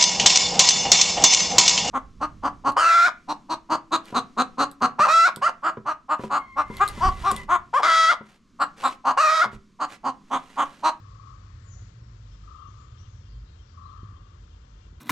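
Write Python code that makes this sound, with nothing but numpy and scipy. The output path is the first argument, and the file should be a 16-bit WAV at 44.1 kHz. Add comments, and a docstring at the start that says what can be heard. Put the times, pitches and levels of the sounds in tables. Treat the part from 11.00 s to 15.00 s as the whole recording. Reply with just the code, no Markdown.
"""Distant trills among trees

A far-off bird gives three low, rolling trills, each a train of short falling notes that the foliage
scatters and echoes. Small birds chirp in gliding whistles and a thin buzzy call comes and goes.
Beneath lie steady air noise, a low drone like a distant engine and soft bumps on the camera body.
One microphone feeds both channels: the left carries everything, the right little but the bass."""
import sys
import numpy as np
from scipy import signal
from scipy.fft import rfft, irfft
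from scipy.io import wavfile
from scipy.ndimage import uniform_filter1d

SR = 44100
rng = np.random.default_rng(int(sys.argv[2]) if len(sys.argv) > 2 else 0)


def master_out(mix):
    """Clip the mix to full scale and print it as 16-bit PCM to the path in sys.argv[1]."""
    frames = np.transpose(np.atleast_2d(mix))
    ceiling = np.clip(frames, -1, 1)
    pcm = np.round(ceiling * 32767).astype(np.int16)
    wavfile.write(sys.argv[1], SR, pcm)


N = 176400

# Spectrum of the air noise. Each row: frequency in Hz, relative spectral level in dB.
AIR_SPECTRUM = [(15, 6), (30, 6.5), (45, 21), (110, 15), (150, 10), (200, 5.5), (260, 1), (400, -3),
                (700, 0), (1000, 1), (1300, -0.5), (1700, -3.5), (2600, -8.5), (4500, -7.5), (7000, -12.5),
                (7600, -15), (8100, -26)]
# Course of the air's treble. Each row: time in seconds, gain in dB.
HISS_GAIN = [(0, 0.5), (.7, 0.5), (2, -0.5), (3, -1.5), (4, -2)]
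# Faint far-off swells. Each row: centre and spread in seconds, frequency and width in Hz, level in dB.
SWELLS = [(.68, .35, 1400, 220, -68), (.68, .25, 1850, 420, -66.5), (.78, .042, 740, 177, -59),
          (.04, .06, 1600, 420, -64.5), (3.06, .14, 1600, 480, -65)]
# Three groups of drone partials. Each row: multiple of the engine cycle, relative level in dB.
LOW_PARTIALS = [(3, -2), (4, -11)]
MID_PARTIALS = [(4.996, 0)]
HIGH_PARTIALS = [(6, 2), (7, 0), (8, -18.5), (9, -16.5), (10, -16), (11, -19)]
# Course of each group. Each row: time in seconds, level in dB.
LOW_LEVEL = [(0, -46), (.45, -55), (1.103, -50.5), (1.549, -45), (2.1, -52), (2.349, -44), (2.7, -50.5),
             (3.3, -54), (3.601, -48.5), (4, -49)]
MID_LEVEL = [(0, -66.5), (0.601, -48.5), (1.15, -64), (2.099, -48), (2.4, -58.5), (2.798, -45),
             (3.301, -54), (4, -54.5)]
HIGH_LEVEL = [(0, -45.5), (0.301, -49.5), (0.648, -44.5), (1.102, -47.5), (1.598, -53), (2.298, -47),
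              (2.852, -56), (3.099, -47), (3.4, -58), (4, -59)]
# Knocks on the camera. Each row: start in seconds, peak level in dB.
BUMPS = [(0.823, -42), (1.687, -42), (3.032, -33), (3.124, -43.5), (3.424, -50), (3.868, -43.5),
         (3.927, -42)]
# Modes of the camera body. Each row: frequency in Hz, relative level in dB, 60 dB decay time in seconds.
BODY_MODES = [(107, 0.5, 0.078), (163, 3.5, 0.073), (230, -1.5, 0.041), (338, -3.5, 0.025)]
# Bursts of the buzz. Each row: start and length in seconds, level in dB.
BUZZES = [(1.225, 0.16, -75), (1.56, 0.16, -72), (1.867, 0.3, -70), (2.23, 0.13, -75.5),
          (2.575, 0.073, -73), (2.86, 0.24, -78), (3.102, 0.2, -75), (3.49, 0.081, -72.5),
          (3.738, 0.17, -75)]
# Partials of the buzz. Each row: frequency in Hz, relative level in dB.
BUZZ_PARTIALS = [(2808, -4), (3164, -0.5), (3503, -3)]
# Small birds' chirps. Each row: start and length in seconds, first and last pitch in Hz,
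# direct peak level in dB, rasp as a fraction of the pitch.
CHIRPS = [(0.581, 0.09, 7650, 7480, -72.5, 0.013), (0.634, 0.093, 7110, 6720, -58.5, .011),
          (0.69, .06, 6990, 5210, -57.5, .028), (.712, 0.036, 6970, 6650, -59.5, .018),
          (0.983, 0.098, 5500, 5290, -70, 0.022), (1.257, 0.11, 5480, 5220, -68.5, 0.029),
          (1.661, 0.044, 5800, 7210, -65.5, .035), (1.774, .045, 6680, 7380, -65.5, 0.026),
          (1.977, 0.033, 5660, 6020, -61, 0.02), (2, 0.031, 5730, 6470, -68.5, .025),
          (2.078, 0.038, 6210, 6770, -67, 0.028), (2.099, .18, 5690, 5490, -72.5, .014),
          (2.261, .094, 4830, 4470, -66.5, .045), (2.45, 0.051, 3830, 4260, -64.5, 0.048),
          (2.573, .18, 5650, 5620, -71.5, .014), (2.65, .07, 5040, 4340, -67.5, .05),
          (2.826, .06, 3910, 4250, -65.5, .035), (3.683, .018, 6490, 5260, -67.5, .05)]
# Low trills. Each row: start and length in seconds, level in dB, swell in dB, pitch in Hz,
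# gain into the echoes and reverberation in dB.
TRILLS = [(-.038, .375, -48.8, 14, 1168, -4.5), (1.433, .225, -44.4, 4.5, 1170, .5),
          (2.733, .255, -44.7, 3.5, 1175, .5)]
# Echoes from the trees. Each row: delay in seconds, gain in dB, 60 dB decay time in seconds.
ECHOES = [(.165, -10.5, .15), (.36, -17.5, .22)]
# Passbands of the right channel, one list a lobe. Each row: frequency in Hz, gain in dB.
RIGHT_LOBES = [
    [(0, 0), (380, 0), (470, -5.5), (520, -10.5), (540, -41.5)],
    [(540, -25.5), (590, -10.5), (720, -3.5), (900, -6), (1020, -9.5), (1100, -44)],
    [(1100, -47.5), (1180, -37.5), (1240, -12), (1350, -18), (1420, -15), (1500, -53.5)],
    [(1740, -50), (1810, -33.5), (2290, -21.5), (2350, -55)],
    [(2350, -53.5), (2430, -34.5), (2660, -38.5), (2760, -71.5)],
]


def undb(db):
    """Amplitude ratio of a level in decibels."""
    return 10 ** (np.asarray(db) / 20)


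def unit(x):
    """Normalisation to an rms of 1."""
    return x / np.sqrt(np.mean(x ** 2) + 1e-30)


def curve(rows):
    """Gain over time, interpolated in decibels."""
    return undb(np.interp(np.arange(N) / SR, *np.array(rows).T))


def add(out, start, x):
    """Superposition of x on out from a start in seconds."""
    i = int(start * SR)
    x, i = x[max(-i, 0):], max(i, 0)
    out[i:i + len(x)] += x[:max(len(out) - i, 0)]


def bins():
    """Frequencies of the Fourier components in Hz."""
    return np.arange(N // 2 + 1) * SR / N


def noise(gain):
    """Random phases turn an amplitude spectrum into noise of rms 1."""
    return unit(irfft(gain * np.exp(2j * np.pi * rng.random(N // 2 + 1)), N))


def band(hz, width_hz):
    """Narrow-band noise: the wider its Gaussian spectrum, the faster it fluctuates."""
    return noise(np.exp(-((bins() - hz) / width_hz) ** 2 * 2))


def scatter(x, t60, smoothing_hz=70):
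    """Diffuse reflection from leaves and trunks: an exponential decay, even in colour, at the rms of x."""
    t = np.arange(N) / SR
    spectrum = rfft(rng.standard_normal(N) * np.exp(-np.log(1000) * t / t60))
    local_power = uniform_filter1d(np.abs(spectrum) ** 2, int(smoothing_hz * N / SR))
    response = irfft(spectrum / np.sqrt(local_power), N)[:2 * SR]
    return unit(signal.fftconvolve(x, response)[:N]) * np.sqrt(np.mean(x ** 2))


def air(level_db=-52, crossover_hz=1500, flicker_db=0.91):
    """Broadband outdoor noise: steady rumble, slightly flickering hiss and faint distant swells."""
    hz, db = np.array(AIR_SPECTRUM).T
    bed = noise(undb(np.interp(np.log(bins() + 1), np.log(hz), db))) * undb(level_db)
    bass = irfft(rfft(bed) / (1 + (bins() / crossover_hz) ** 4), N)
    out = bass + (bed - bass) * curve(HISS_GAIN) * undb(flicker_db * band(1.9, 5.5))
    t = np.arange(N) / SR
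    for centre, spread, swell_hz, width_hz, swell_db in SWELLS:
        out += undb(swell_db) * np.exp(-((t - centre) / spread) ** 2) * band(swell_hz, width_hz)
    return out


def drone(cycle_hz=16.72, wander=0.012, flutter=1.1):
    """Harmonics of a slow engine cycle beat with narrow noise bands; three groups swell and fade."""
    phase = 2 * np.pi * np.cumsum(cycle_hz * (1 + wander * band(0, 1.98))) / SR
    out = np.zeros(N)
    groups = (LOW_PARTIALS, LOW_LEVEL), (MID_PARTIALS, MID_LEVEL), (HIGH_PARTIALS, HIGH_LEVEL)
    for partials, levels in groups:
        group = np.zeros(N)
        for multiple, db in partials:
            tone = unit(np.sin(round(multiple) * phase + 2 * np.pi * rng.random()))
            group += undb(db) * (tone + flutter * band(multiple * cycle_hz, width_hz=10))
        out += unit(group) * curve(levels)
    return out


def bumps():
    """Impact excitation: fingers knock the camera body, whose damped modes give a brief thud."""
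    out, t = np.zeros(N), np.arange(SR // 10) / SR
    thud = sum(undb(db) * np.sin(2 * np.pi * hz * t) * np.exp(-np.log(1000) * t / t60)
               for hz, db, t60 in BODY_MODES)
    for start, db in BUMPS:
        add(out, start, -undb(db) * thud / np.abs(thud).max())
    return out


def buzzes(hold_db=-71.3):
    """Amplitude modulation: three close partials, perhaps an insect, throb above a held level."""
    envelope = undb(hold_db) * (np.arange(N) / SR > BUZZES[0][0])
    for start, length, db in BUZZES:
        add(envelope, start, undb(db) * signal.windows.tukey(int(length * SR), .5))
    return envelope * unit(sum(undb(db) * band(hz, width_hz=44) for hz, db in BUZZ_PARTIALS))


def chirps(bend=1.3, reflections_db=6.5):
    """Frequency modulation by noise roughens gliding whistles, half lost in their own reflections."""
    out, jitter = np.zeros(N), band(0, width_hz=287)
    for start, length, first_hz, last_hz, db, rasp in CHIRPS:
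        progress = np.linspace(0, 1, int(length * SR))
        glide = first_hz + (last_hz - first_hz) * progress ** bend
        pitch = glide * (1 + rasp * jitter[int(start * SR):][:len(progress)])
        whistle = np.sin(2 * np.pi * np.cumsum(pitch) / SR)
        add(out, start, undb(db) * np.sin(np.pi * progress) * whistle)
    return out + undb(reflections_db) * scatter(out, t60=0.54)


def trill(start, length, swell_db, hz, notes_per_s=27.3, note_s=.021, glide=.3, throat_width_hz=335):
    """Source and filter: a swelling roll of short falling notes passes one narrow throat resonance."""
    attack_s, attack_db, release_s, release_db = .036, -10, .05, -5
    pitch_jitter, timing_jitter_s = .015, .003
    call, progress = np.zeros(N), np.linspace(0, 1, int(note_s * SR))
    for k, (late, accent_db, detune) in enumerate(rng.standard_normal((16, 3))):
        age = k / notes_per_s
        if age > length:
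            break
        pitch = hz * (1 + pitch_jitter * detune + glide * (.5 - progress))
        note = np.sin(2 * np.pi * np.cumsum(pitch) / SR) * signal.windows.tukey(len(progress), .5)
        effort_db = -swell_db * (1 - age / length) ** 0.76
        effort_db += attack_db * max(1 - age / attack_s, 0)
        effort_db += release_db * max(1 - (length - age) / release_s, 0)
        add(call, start + age + timing_jitter_s * late, note * undb(effort_db + accent_db))
    return irfft(rfft(call) / np.sqrt(1 + (2 * (bins() - hz) / throat_width_hz) ** 10), N)


def distant_trills(direct_db=-5.5, tail_db=-7.5):
    """Multipath propagation: the trees blur each trill, then return echoes and a reverberant tail."""
    near, carried = np.zeros(N), np.zeros(N)
    for start, length, db, swell_db, hz, carry_db in TRILLS:
        call = trill(start, length, swell_db, hz)
        blurred = unit(undb(direct_db) * call + scatter(call, t60=.17))
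        arrival = blurred * undb(db) * np.sqrt(length * SR / N)  # level refers to the call's length
        near += arrival
        carried += arrival * undb(carry_db)
    far = undb(tail_db) * scatter(carried, t60=1.15)
    for delay, echo_db, t60 in ECHOES:
        add(far, delay, scatter(carried, t60) * undb(echo_db))
    return near + far


def scene():
    """Superposition: all sources sum at one microphone, which feeds both channels."""
    mono = distant_trills() + chirps() + buzzes() + drone() + air() + bumps()
    return np.array([mono, mono])


def record(dry, leak_db=-39, top_hz=8100):
    """Filtering: the right channel keeps the bass and a few weak bands; both lose the top."""
    gain = undb(leak_db) * (bins() > RIGHT_LOBES[-1][-1][0])
    for k, lobe in enumerate(RIGHT_LOBES):
        lobe_db = np.interp(bins(), *np.array(lobe).T, left=-np.inf, right=-np.inf)
        gain += (-1) ** k * undb(lobe_db)  # lobes alternate in polarity
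    both = np.array([dry[0], irfft(rfft(dry[1]) * gain, N)])
    return signal.sosfilt(signal.ellip(10, .2, 70, top_hz, fs=SR, output="sos"), both)


dry = scene()
out = record(dry)
master_out(out)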